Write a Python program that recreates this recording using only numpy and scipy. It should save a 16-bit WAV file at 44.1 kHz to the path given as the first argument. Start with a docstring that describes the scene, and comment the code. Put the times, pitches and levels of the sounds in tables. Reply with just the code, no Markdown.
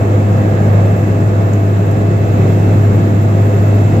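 """Inside a small aircraft, probably a helicopter, in steady cruise.
From the start, a strong blade drone, gear tones and a thin turbine whistle ride one shaft speed,
while air rumbles over the cabin and hisses past a seal on the right. Around 0.7 s a narrow rasp
swells on the right. Five faint handling ticks follow between 1.3 and 1.9 s; the cruise carries on."""
import sys
import numpy as np
from scipy import signal
from scipy.fft import rfft, irfft
from scipy.io import wavfile
from scipy.ndimage import uniform_filter1d, minimum_filter1d

SR = 44100
rng = np.random.default_rng(int(sys.argv[2]) if len(sys.argv) > 2 else 0)


def master_out(mix):
    """Clip the mix to full scale and print it as 16-bit PCM to the path in sys.argv[1]."""
    frames = np.transpose(np.atleast_2d(mix))
    ceiling = np.clip(frames, -1, 1)
    pcm = np.round(ceiling * 32767).astype(np.int16)
    wavfile.write(sys.argv[1], SR, pcm)


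N = 176400
TIME = np.arange(N) / SR

# shaft speed, heard as the pitch of the main gear whine (time [s], pitch [Hz])
SHAFT_SPEED = [(0, 2652), (.5, 2649.8), (1.4, 2646.5), (1.85, 2652), (2.4, 2650.7), (3.1, 2652.8),
               (4, 2652.7)]
# fader ride on the blade drone's fundamental (time [s], relative level [dB])
DRONE_RIDE = [(0, -13), (.35, -10), (.55, -12), (.7, -9), (.9, -9.5), (1.05, -14), (1.25, -11.5),
              (1.5, -10.5), (1.8, -11.5), (2.3, -10.5), (2.7, -9), (3.25, -10.5), (3.6, -10), (4, -11.5)]
# overtones of the drone (multiple of the blade rate, left level [dB], right level [dB])
DRONE_OVERTONES = [(2, -26, -30), (3, -29.5, -30), (4, -28.5, -35.5), (5, -43, -35), (6, -35.5, -44)]
# gearbox and accessory tones at cruise (pitch [Hz], left level [dB], right level [dB])
GEAR_TONES = [(195, -31, -34), (498, -36, -41), (593.5, -48, -35), (669.4, -29.2, -33.2), (780.6, -45, -44),
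              (1106, -56, -48), (1426.3, -58, -52), (1746.5, -56, -46.5), (2006, -60, -53)]
# main whine and sidebands a blade rate away (pitch [Hz], left base level [dB], right base level [dB])
WHINE_TONES = [(2548, -48.7, -53), (2650, -48, -51.3), (2752, -59.5, -66)]
# ride on the whine and its sidebands (time [s], gain [dB])
WHINE_RIDE = [(.2, -0.5), (.7, -0.5), (.9, 2.5), (1.43, -2), (2.1, .8), (2.65, 2), (3.2, -2), (3.9, 2.5)]
# turbine whistles at cruise (pitch [Hz], width [Hz], relative level [dB])
WHISTLES = [(11375, 18, -68.5), (11480, 24, -69.8), (14058, 38, -56.3), (14065, 220, -62.5)]
# ride on the whistles (time [s], lower pair gain [dB], upper pair gain [dB])
WHISTLE_RIDE = [(0, 2, -1.5), (.65, -1, -1), (.88, 10, -1), (1.35, -4, 0.5), (1.68, 5, 2.5), (1.9, 1, 0),
                (2.2, -8, .5), (2.55, 3, 2.5), (3.1, 3, 1.5), (3.5, 4, 3), (4, 0, 2)]
# tone colour of the air over the cabin (frequency [Hz], relative density [dB])
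RUSH_SPECTRUM = [(20, -29), (32, -25), (45, -17.5), (56, -10), (70, -12.5), (100, 0.5), (150, 1.5),
                 (200, -3), (224, -6.5), (245, 0), (275, -9.5), (350, -5.5), (455, -12.5), (510, -9),
                 (560, -15), (660, -15), (850, -18), (970, -22), (1170, -21), (1480, -26), (1680, -26),
                 (1900, -28.5), (2120, -28), (2400, -34), (2700, -36), (3200, -39.5), (3900, -41),
                 (5000, -51), (9000, -64), (15000, -73.5)]
# pan of the rush (frequency [Hz], left minus right [dB])
RUSH_PAN = [(150, 1), (260, -0.1), (420, 0), (600, -2.5), (1150, -0.5), (1600, -5), (2100, -4), (2500, 0),
            (3400, 3), (4200, -1.5)]
# how alike the two sides of the rush are (frequency [Hz], coherence [0..1])
RUSH_COHERENCE = [(20, .985), (90, .995), (150, .98), (260, .88), (350, .93), (500, .72), (700, .45),
                  (950, .28), (1250, .38), (2000, .2), (4000, .05)]
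# phase between the sides of the rush (frequency [Hz], left lead [rad])
RUSH_PHASE = [(40, 0.33), (200, 0.03), (440, 0), (680, 1), (950, 3), (1700, 3), (2300, 5.5)]
# ride on the deep buffeting (time [s], gain [dB])
BUFFET_RIDE = [(0, 8), (.3, -3.5), (.72, 6), (1.2, -2.5), (2.3, -2), (3.1, -1), (4, 0.3)]
# ride on the low rumble (time [s], gain [dB])
RUMBLE_RIDE = [(0, -0.8), (1.2, 0.3), (1.6, -1.8), (2.05, -0.5), (2.75, 1.6), (3.5, -1), (3.85, 2)]
# ride on the mids of the rush (time [s], gain [dB])
MID_RIDE = [(0, 4), (.4, 3.5), (.75, 5.5), (1.2, 1), (1.8, 1), (2.2, 1.5), (2.65, 3), (3.2, -0.5), (3.6, 2),
            (4, 1)]
# ride on its upper mids (time [s], gain [dB])
UPPER_MID_RIDE = [(.8, 1.1), (2.2, -1), (3.3, 0), (4, -0.5)]
# ride on a high shelf shared by rush and hiss (time [s], gain [dB])
TREBLE_RIDE = [(0, 0.5), (.8, 1), (1.3, 0), (2.2, 0.4), (2.5, 2.5), (3.1, 0.7), (3.6, 1.6), (4, 2)]
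# seal and engine hiss (frequency [Hz], left relative density [dB], right relative density [dB])
HISS_SPECTRUM = [(2500, -25.5, -23), (4200, -13.5, -12), (5200, -14.5, -5.5), (6500, -14, -3.5),
                 (7300, -10.5, 2), (8200, -8.5, -12.5), (9600, -28, -24), (10740, -24, -24.5),
                 (11330, -15.5, -13), (13000, -16.5, -14.5), (14400, -12.5, -11.5), (15600, -18, -24.5)]
# handling ticks (time [s], level before envelope [dB], centre [Hz], width [oct], left minus right [dB])
HANDLING_TICKS = [(1.272, -41, 7270, .2, -8), (1.531, -35, 7000, 0.12, -15), (1.553, -41, 7000, .15, -2),
                  (1.909, -42, 12500, .17, -3), (1.911, -44, 6820, .3, -7)]


def amp(db):
    """Decibels to gain."""
    return 10 ** (np.asarray(db) / 20)


def unit(x):
    """Scales to rms 1."""
    return x / np.sqrt(np.mean(abs(x) ** 2) + 1e-30)


def curve(points, t):
    """Reads an automation curve at the given times."""
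    return np.interp(t, *np.transpose(points))


def colour(points, hz, column=1):
    """Reads one column of a table over log frequency."""
    table = np.array(points)
    return np.interp(np.log(hz + 1), np.log(table[:, 0] + 1), table[:, column])


def bell(hz, centre_hz, octaves):
    """A smooth band around a centre frequency."""
    return np.exp(-.5 * (np.log2((hz + 1) / centre_hz) / octaves) ** 2)


def pan(db):
    """Left and right gains for a level difference."""
    return amp(np.array([db, -db]) / 2)


def waver(rate_hz, count=4000):
    """Complex random modulation of rms 1, up to about the given rate."""
    noise = rng.standard_normal(count) + 1j * rng.standard_normal(count)
    hz = np.fft.fftfreq(count, N / SR / count)
    slow = np.fft.ifft(noise / (1 + (hz / rate_hz) ** 4))
    return unit(np.interp(TIME, np.linspace(0, N / SR, count), slow))


def shaft_tone(hz, delay_s=0, cruise_hz=2650):
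    """A complex tone, its real part of rms 1, whose pitch follows the shaft speed."""
    clock = np.cumsum(curve(SHAFT_SPEED, TIME) / cruise_hz) / SR
    return np.sqrt(2) * np.exp(2j * np.pi * hz * (clock - delay_s))


def blade_drone(blade_hz=101.92, trim_db=-.5, left_lag_s=.00019):
    """The blades fill the cabin with a nearly pure drone; its overtones waver in the turbulence."""
    swell = amp(curve(DRONE_RIDE, TIME) + trim_db) * (1 + .047 * waver(rate_hz=6.7))
    out = np.array([swell * shaft_tone(blade_hz, lag) for lag in (left_lag_s, 0)])
    for multiple, left_db, right_db in DRONE_OVERTONES:
        tone = shaft_tone(multiple * blade_hz, rng.random())
        turbulence = unit(1 + .64 * waver(rate_hz=4.5))
        out += amp([[left_db], [right_db]]) * tone * turbulence
    return out.real


def gearbox(right_lag_s=.00033):
    """Meshing gears sing tones that reach the left side first; the main whine swells and fades."""
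    out = np.zeros((2, N))
    for tones, ride_db in (GEAR_TONES, 0), (WHINE_TONES, curve(WHINE_RIDE, TIME)):
        for hz, left_db, right_db in tones:
            left = amp(ride_db) * shaft_tone(hz, rng.random())
            right = left * np.exp(-2j * np.pi * hz * right_lag_s)
            for side, (db, tone) in enumerate([(left_db, left), (right_db, right)]):
                wobble = unit(1 + .055 * waver(rate_hz=5.1))
                out[side] += amp(db) * (tone * wobble).real
    return out


def turbine(trim_db=-.5):
    """A lower and an upper pair of blade whistles, scattered so that each side flutters by itself."""
    times, lower_db, upper_db = np.transpose(WHISTLE_RIDE)
    out = np.zeros((2, N))
    for (hz, width_hz, db), ride_db in zip(WHISTLES, (lower_db, lower_db, upper_db, upper_db)):
        flutter = np.array([waver(width_hz / 2), waver(width_hz / 2)])
        gain = amp(trim_db + db + np.interp(TIME, times, ride_db))
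        out += gain * (shaft_tone(hz) * flutter).real
    return out


def air_frames(patch_db, swell_db, size, shelf_hz=1600):
    """Two unrelated short-time noise spectra sharing turbulent patches, swells and the treble ride."""
    hop = size // 4
    t = np.arange(N // hop + 5)[:, None] * hop / SR
    hz = np.fft.rfftfreq(size, 1 / SR)
    draws = np.moveaxis(rng.standard_normal((len(t), len(hz), 5)), -1, 0)
    noise = draws[[0, 2]] + 1j * draws[[1, 3]]
    patches = uniform_filter1d(draws[4], size=8, axis=0)  # smeared over time
    patches = unit(uniform_filter1d(patches, size=12, axis=1))  # and over frequency
    swell = unit(uniform_filter1d(rng.standard_normal(len(t)), size=14))[:, None]
    treble_db = curve(TREBLE_RIDE, t) * hz ** 2 / (hz ** 2 + shelf_hz ** 2)
    return t, hz, noise * amp(patch_db * patches + swell_db * swell + treble_db)


def from_frames(frames):
    """Short-time spectra to stereo sound of rms 1."""
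    size = 2 * (frames.shape[-1] - 1)
    _, sound = signal.istft(frames, nperseg=size, noverlap=size * 3 // 4, time_axis=1, freq_axis=2)
    return unit(sound[:, :N])


def air_rush(level_db=-15, buffet_hz=74, rumble_hz=390):
    """Airflow shakes the cabin: nearly mono in the bass, diffuse above."""
    t, hz, (left, diffuse) = air_frames(patch_db=.51, swell_db=.51, size=2048)
    coherence = colour(RUSH_COHERENCE, hz)
    right = coherence * left + np.sqrt(1 - coherence ** 2) * diffuse
    right *= np.exp(-1j * colour(RUSH_PHASE, hz)) * rasp(t, hz)
    buffet = curve(BUFFET_RIDE, t) * np.exp(-(hz / buffet_hz) ** 2)
    rumble = curve(RUMBLE_RIDE, t) * np.exp(-(hz / rumble_hz) ** 2)
    mids = curve(MID_RIDE, t) * bell(hz, centre_hz=623, octaves=.37)
    upper_mids = curve(UPPER_MID_RIDE, t) * bell(hz, centre_hz=1600, octaves=.5)
    eq = amp(colour(RUSH_SPECTRUM, hz) + buffet + rumble + mids + upper_mids)
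    balance = pan(colour(RUSH_PAN, hz))[:, None]
    return amp(level_db) * from_frames(np.array([left, right]) * eq * balance)


def seal_hiss(level_db=-44.5):
    """Air leaks past a seal, mostly on the right, over the engine's fizz."""
    _, hz, frames = air_frames(patch_db=.84, swell_db=-.13, size=512)
    eq = amp([colour(HISS_SPECTRUM, hz, column) for column in (1, 2)])
    return amp(level_db) * from_frames(frames * eq[:, None])


def rasp(t, hz, peak_s=.72, spread_s=.35, boost_db=5):
    """Gain of a narrow band that swells once out of the rush, heard as a rasp."""
    swell = np.exp(-((t - peak_s) / spread_s) ** 2)
    return amp(boost_db * swell * bell(hz, centre_hz=1650, octaves=.027))


def handling_ticks(rise_s=.0024, decay_s=.0068):
    """A hand scuffs a surface close by: short, bright bursts of noise, right of centre."""
    out = np.zeros((2, N))
    t = np.arange(SR // 10) / SR
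    hz = np.fft.rfftfreq(len(t), 1 / SR)
    envelope = np.minimum(t / rise_s, 1) * np.exp(-t / decay_s)
    for start_s, db, centre_hz, octaves, pan_db in HANDLING_TICKS:
        noise = rng.standard_normal((2, len(t)))
        scuff = unit(irfft(rfft(noise) * bell(hz, centre_hz, octaves)))
        at = round(start_s * SR)
        out[:, at:at + len(t)] += amp(db) * pan(pan_db)[:, None] * scuff * envelope
    return out


def scene():
    """The cabin mix: machinery, air and a few ticks on top."""
    return blade_drone() + gearbox() + turbine() + air_rush() + seal_hiss() + handling_ticks()


def record(dry, ceiling=.96, cutoff_hz=15720):
    """A quick limiter holds down the peaks, then a steep low-pass trims the top."""
    gain = np.minimum(1, ceiling / (abs(dry).max(0) + 1e-9))
    gain = uniform_filter1d(minimum_filter1d(gain, size=441), size=441)  # 10 ms hold and smoothing
    lowpass = signal.firwin(1023, cutoff_hz, window=("kaiser", 9), fs=SR)
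    return signal.oaconvolve(dry * gain, lowpass[None], "same")


dry = scene()
out = record(dry)
master_out(out)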